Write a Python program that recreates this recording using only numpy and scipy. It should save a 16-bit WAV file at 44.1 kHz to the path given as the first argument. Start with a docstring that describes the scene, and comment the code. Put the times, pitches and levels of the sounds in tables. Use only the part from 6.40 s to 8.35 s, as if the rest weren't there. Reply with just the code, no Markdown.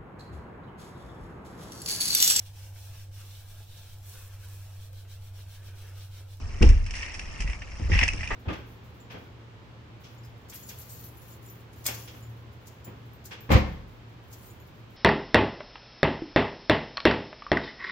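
"""Light wind rumbles on the microphone over a faint wash of water. A long, heavy log drops onto
driftwood on a pebble beach, judders and comes to rest: each blow rings its modes and rattles the pile.
Feet shift, then step hard, thumping the ground; the pebbles clack and grind as they collide.
At the end wood scrapes briefly on wood in a run of tiny slips."""
import sys
import numpy as np
from scipy import signal
from scipy.fft import rfft, irfft, next_fast_len
from scipy.io import wavfile
from scipy.ndimage import uniform_filter1d

SR = 44100
rng = np.random.default_rng(int(sys.argv[2]) if len(sys.argv) > 2 else 0)


def wav_record(signal):
    """Record a signal, one row per channel, as 16-bit PCM in the file named by sys.argv[1]."""
    frames = np.transpose(np.atleast_2d(signal))
    bounded = np.clip(frames, -1, 1)
    # unit amplitude maps onto the largest positive 16-bit level
    quanta = np.round(bounded * 32767).astype(np.int16)
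    wavfile.write(sys.argv[1], SR, quanta)


N = 85995
T = np.arange(N) / SR

# Spectrum of colliding pebbles. Each row: frequency in Hz, gain in dB.
PEBBLE_SPECTRUM = [(250, -28), (800, -10), (1400, -13.5), (1880, 1), (2750, 0), (3300, -11.5),
                   (3900, -18.5), (4800, -12), (5450, -3.5), (6700, -16.5), (9600, -22.5), (11500, -56.5)]
# Grinding under load. Each row: time in seconds, level in dB.
GRIND_LEVEL = [(0, -53.5), (0.2, -50.5), (0.245, -38), (0.43, -53), (0.52, -48), (0.56, -41.5),
               (0.65, -38.5), (0.72, -45), (0.83, -47.5), (1.13, -44.5), (1.18, -53.5), (1.5, -46.5),
               (1.535, -25.5), (1.64, -32), (1.73, -43), (1.95, -43)]


def amp(db):
    """Decibels to gain."""
    return 10 ** (np.asarray(db) / 20)


def unit(x):
    """Scale to rms 1."""
    return x / np.sqrt(np.mean(x ** 2) + 1e-20)


def curve(rows):
    """Join (seconds, value) points by straight lines."""
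    return np.interp(T, *np.transpose(rows))


def colour(x, spectrum):
    """Minimum-phase filter with the given (Hz, dB) response."""
    size = 2 * next_fast_len(N)
    hz, db = np.transpose(spectrum)
    grid_hz = np.maximum(np.arange(size // 2 + 1) * SR / size, 1)
    gain = amp(np.interp(np.log(grid_hz), np.log(hz), db))
    cepstrum = irfft(np.log(gain))
    cepstrum[1:size // 2] *= 2
    cepstrum[size // 2 + 1:] = 0
    return irfft(rfft(x, size) * np.exp(rfft(cepstrum)))[..., :N]


def spread(pair):
    """Mid and side to left and right: alike in the bass, wide in the treble."""
    # Each row: frequency in Hz, side gain in dB.
    width = [(50, -20.5), (250, -3)]
    side = colour(pair[1], width)
    return np.array([pair[0] + side, pair[0] - side])


def noise(spectrum):
    """Coloured stereo noise, rms 1."""
    return unit(colour(spread(rng.standard_normal((2, N))), spectrum))


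def treble(x, above_hz=4300):
    """The part above the stones' main ring."""
    return signal.sosfiltfilt(signal.butter(2, above_hz, "high", fs=SR, output="sos"), x)


def fall(start_s, decay_s, rise_s):
    """Quick rise, exponential decay."""
    age_s = np.maximum(T - start_s, 0)
    return (1 - np.exp(-(age_s / rise_s) ** 2)) * np.exp(-np.minimum(age_s / decay_s, 60))


def ring(x, hz, t60_s):
    """Resonator: a unit click starts a decaying sine of height 1."""
    radius = np.exp(-np.log(1000) / (t60_s * SR))
    angle = 2 * np.pi * hz / SR
    return signal.lfilter([0, np.sin(angle)], [1, -2 * radius * np.cos(angle), radius ** 2], x + 1e-18)


def push(start_s, contact_ms):
    """Half-sine contact force of unit area."""
    force = np.sin(np.pi * np.clip((T - start_s) * 1000 / contact_ms, 0, 1))
    return force / force.sum()


def wind():
    """Light gusts rumble on the microphone."""
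    # Each row: frequency in Hz, gain in dB.
    rumble_spectrum = [(25, 4), (85, -1), (130, -13.5), (250, -25.5), (600, -73.5)]
    # Each row: time in seconds, level in dB.
    gusts = [(0.17, -31.5), (0.42, -27.5), (0.72, -43), (0.88, -35), (1.3, -39), (1.65, -30)]
    return amp(curve(gusts)) * noise(rumble_spectrum)


def water():
    """Far water swells and ebbs."""
    # Each row: frequency in Hz, gain in dB.
    wash_spectrum = [(300, 3), (600, 0), (1300, -1), (2000, -13), (3700, -18), (5600, -7.5), (7000, -16.5),
                     (16000, -46.5)]
    # Each row: time in seconds, level in dB.
    swells = [(0.3, -49.5), (0.46, -53), (0.6, -50), (0.97, -48), (1.2, -51), (1.85, -49)]
    return amp(curve(swells)) * noise(wash_spectrum)


def log(scatter_db=2):
    """Each blow rings the log's modes; hard, short blows rattle the pile beneath most."""
    # Landing, judder, later nudges. 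Each row: start in seconds, level in dB, contact time in ms.
    blows = [(0.2090, -17.5, 2.9), (0.2148, -12, 3.02), (0.2285, -13.5, 2.44), (0.2454, -23, 7.5),
             (0.26, -9, 8.3), (0.296, -12, 5.9), (0.3238, -24, 9.7), (0.344, -19, 7.7), (1.398, -45, 0.93),
             (1.497, -31, 1.27), (1.621, -32, 1.63), (1.736, -48, 0.74)]
    # Each row: frequency in Hz, gain in dB, t60 in seconds.
    modes = [(33.84, -1, 0.4), (64.4, 0, 0.23), (78.3, 4, 0.094), (117.6, -8.5, 0.083), (187, -5.5, 0.067),
             (239.6, -2.5, 0.11), (328, -17.5, 0.081), (393, -18, 0.12), (506, -1.5, 0.13), (848, 0.5, 0.1)]
    # Driftwood rattle. Each row: frequency in Hz, gain in dB.
    pile_spectrum = [(170, 1.5), (420, -4.5), (650, -19), (2600, -27), (12000, -63.5)]
    forces = np.array([amp(db) * push(s, ms) for s, db, ms in blows])
    coupling = amp(scatter_db * rng.standard_normal((len(blows), len(modes))))
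    body = sum(amp(db) * ring(coupling[:, k] @ forces, hz, t60) for k, (hz, db, t60) in enumerate(modes))
    rattle = sum(amp(db) * (2 / ms) ** 2 * fall(s, decay_s=0.028, rise_s=0.00038) for s, db, ms in blows)
    return body + amp(-5) * rattle * noise(pile_spectrum)


def clacks(rise_s=0.0016, ring_decay_s=0.0035, neighbour_ratio=1.13, neighbour_db=-11):
    """Each knock is a brief crack and the short ring of two stones; smaller stones crack brighter."""
    # Each row: start in seconds, level in dB, crack decay in ms, ring pitch in Hz.
    knocks = [(0.222, -20, 3.7, 2690), (0.227, -12.5, 1.66, 2815), (0.2877, -31.5, 8.4, 5580),
              (0.462, -35.5, 7.3, 2685), (0.5066, -32, 5.1, 2860), (0.5369, -32, 7.5, 2470),
              (0.551, -39, 35, 5430), (0.628, -25.5, 5.2, 1830), (0.74, -37.5, 16.6, 2735),
              (0.793, -26, 4.3, 2640), (1.003, -30, 8, 3034), (1.020, -33, 4.5, 5350),
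              (1.075, -25.5, 2.8, 1965), (1.097, -32, 5.7, 2500), (1.131, -27, 3.1, 2200),
              (1.218, -32, 8.3, 1800), (1.316, -41.5, 9.4, 2130), (1.517, -18, 2.2, 1884),
              (1.589, -9.5, 3.4, 2545), (1.61, -18.5, 16, 2160), (1.6292, -13, 4.4, 2005),
              (1.6344, -11.5, 2.37, 5307), (1.678, -18, 3.2, 2776), (1.686, -9, 1.07, 2550),
              (1.733, -25.5, 2.5, 2700), (1.8066, -27, 4.2, 1990), (1.83, -27, 9.5, 1840),
              (1.874, -22, 2.05, 2455)]
    crack = noise(PEBBLE_SPECTRUM)
    crack /= np.sqrt(uniform_filter1d(np.mean(crack ** 2, axis=0), size=130))  # flatten the envelope
    top = treble(crack)
    median_hz = np.median([hz for *_, hz in knocks])
    out = 0
    for s, db, ms, hz in knocks:
        brightness = min((hz / median_hz) ** 6, 2)
        burst = (crack + (brightness - 1) * top) * fall(s, ms / 1000, rise_s)
        phase = 2 * np.pi * hz * (T - s)
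        neighbour = np.sin(neighbour_ratio * phase + rng.uniform(0, 2 * np.pi, (2, 1)))
        stones = np.sin(phase) + amp(neighbour_db) * neighbour
        out += amp(db) * (burst + fall(s, ring_decay_s, rise_s) * stones)
    return out


def grinding(peak_hits_per_s=4500, spread_db=1.5, t60_cycles=42):
    """Dense tiny collisions, each ringing briefly at the pitch of its stone."""
    level_db = curve(GRIND_LEVEL)
    strengths = amp(spread_db * np.minimum(rng.exponential(1, (2, N)), 4)) * rng.choice([-1, 1], (2, N))
    density = np.sqrt(amp(level_db - level_db.max()))  # under a light load single stones stand out
    hits = strengths / np.sqrt(density) * (rng.random((2, N)) < density * peak_hits_per_s / SR)
    pitches_hz = np.geomspace(700, 14000, 36)
    stone = rng.integers(0, len(pitches_hz), N)
    # Higher-pitched grains ring louder, keeping the grinding bright.
    grains = sum(hz * ring(hits * (stone == k), hz, t60_cycles / hz) for k, hz in enumerate(pitches_hz))
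    return amp(level_db) * unit(colour(spread(grains), PEBBLE_SPECTRUM))


def pebbles(dull_above_db=-39):
    """Knocks and grinding, duller while the foot bears down."""
    stones = clacks() + grinding()
    treble_cut_db = np.maximum(curve(GRIND_LEVEL) - dull_above_db, 0)
    return stones + treble(stones) * (amp(-treble_cut_db) - 1)


def footfalls():
    """Each foot thumps the ground and its sole gives a dull scuff."""
    # Each row: start in seconds, level in dB, thump pitch in Hz.
    steps = [(0.998, -18, 41.6), (1.044, -19.5, 47.2), (1.085, -20.5, 53.7), (1.418, -19.5, 86),
             (1.445, -16.5, 63.4), (1.485, -16.5, 43), (1.516, -8, 88.3), (1.553, -9.5, 52),
             (1.62, -15.5, 79.7)]
    # Each row: frequency in Hz, gain in dB.
    scuff_spectrum = [(140, 6), (280, -14.5), (520, -12.5), (2500, -79)]
    thumps = sum(amp(db) * ring(push(s, contact_ms=6.6), hz, t60_s=0.19) for s, db, hz in steps)
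    scuffs = sum(amp(db) * fall(s, decay_s=0.013, rise_s=0.002) for s, db, _ in steps)
    return thumps + amp(-13) * scuffs * noise(scuff_spectrum)


def wood_scrape(start_s=1.903, rise_s=0.005, decay_s=0.042, slips_per_s=4800):
    """Uneven slips of wood on wood excite a few hollow resonances."""
    # Each row: frequency in Hz, gain in dB, t60 in seconds.
    modes = [(450, -12.5, 0.14), (932, 1.5, 0.064), (1235, 7.5, 0.014), (1930, 18.5, 0.005),
             (2550, -9, 0.026)]
    slips = spread(rng.standard_normal((2, N)) * (rng.random(N) < slips_per_s / SR))
    soft_slips = slips - treble(slips)
    wood = unit(sum(amp(db) * ring(soft_slips, hz, t60) for hz, db, t60 in modes))
    attack = np.clip((T - start_s) / rise_s, 0, 1)
    release = np.exp(-np.maximum(T - start_s - rise_s, 0) / decay_s)
    return amp(-27.5) * attack * release * wood


def echoes(x):
    """Short diffuse scatter from the logs and the bank, different in each ear."""
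    tail = rng.standard_normal((2, N)) * fall(start_s=0.0032, decay_s=0.019, rise_s=0.00047)
    return amp(-9) * signal.fftconvolve(x, unit(tail) / np.sqrt(N), axes=1)[:, :N]


def scene():
    """Log, feet, stones and scrape over wind and water; only stones and scrape echo."""
    bright = pebbles() + wood_scrape()
    return wind() + water() + log() + footfalls() + bright + echoes(bright)


def record(dry, right_lag_s=0.00002, right_phase_rad=0.45, low_cut_hz=20, stopband_hz=16700):
    """The microphone's right port lags; the deepest bass and the top are cut."""
    hz = np.arange(N + 1) * SR / (2 * N)
    lag_rad = 2 * np.pi * hz * right_lag_s + right_phase_rad
    right = irfft(rfft(dry[1], 2 * N) * np.exp(-1j * lag_rad))[:N]
    heard = signal.sosfilt(signal.butter(2, low_cut_hz, "high", fs=SR, output="sos"), [dry[0], right])
    return signal.sosfilt(signal.cheby2(12, 70, stopband_hz, fs=SR, output="sos"), heard)


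dry = scene()
out = record(dry)
wav_record(out)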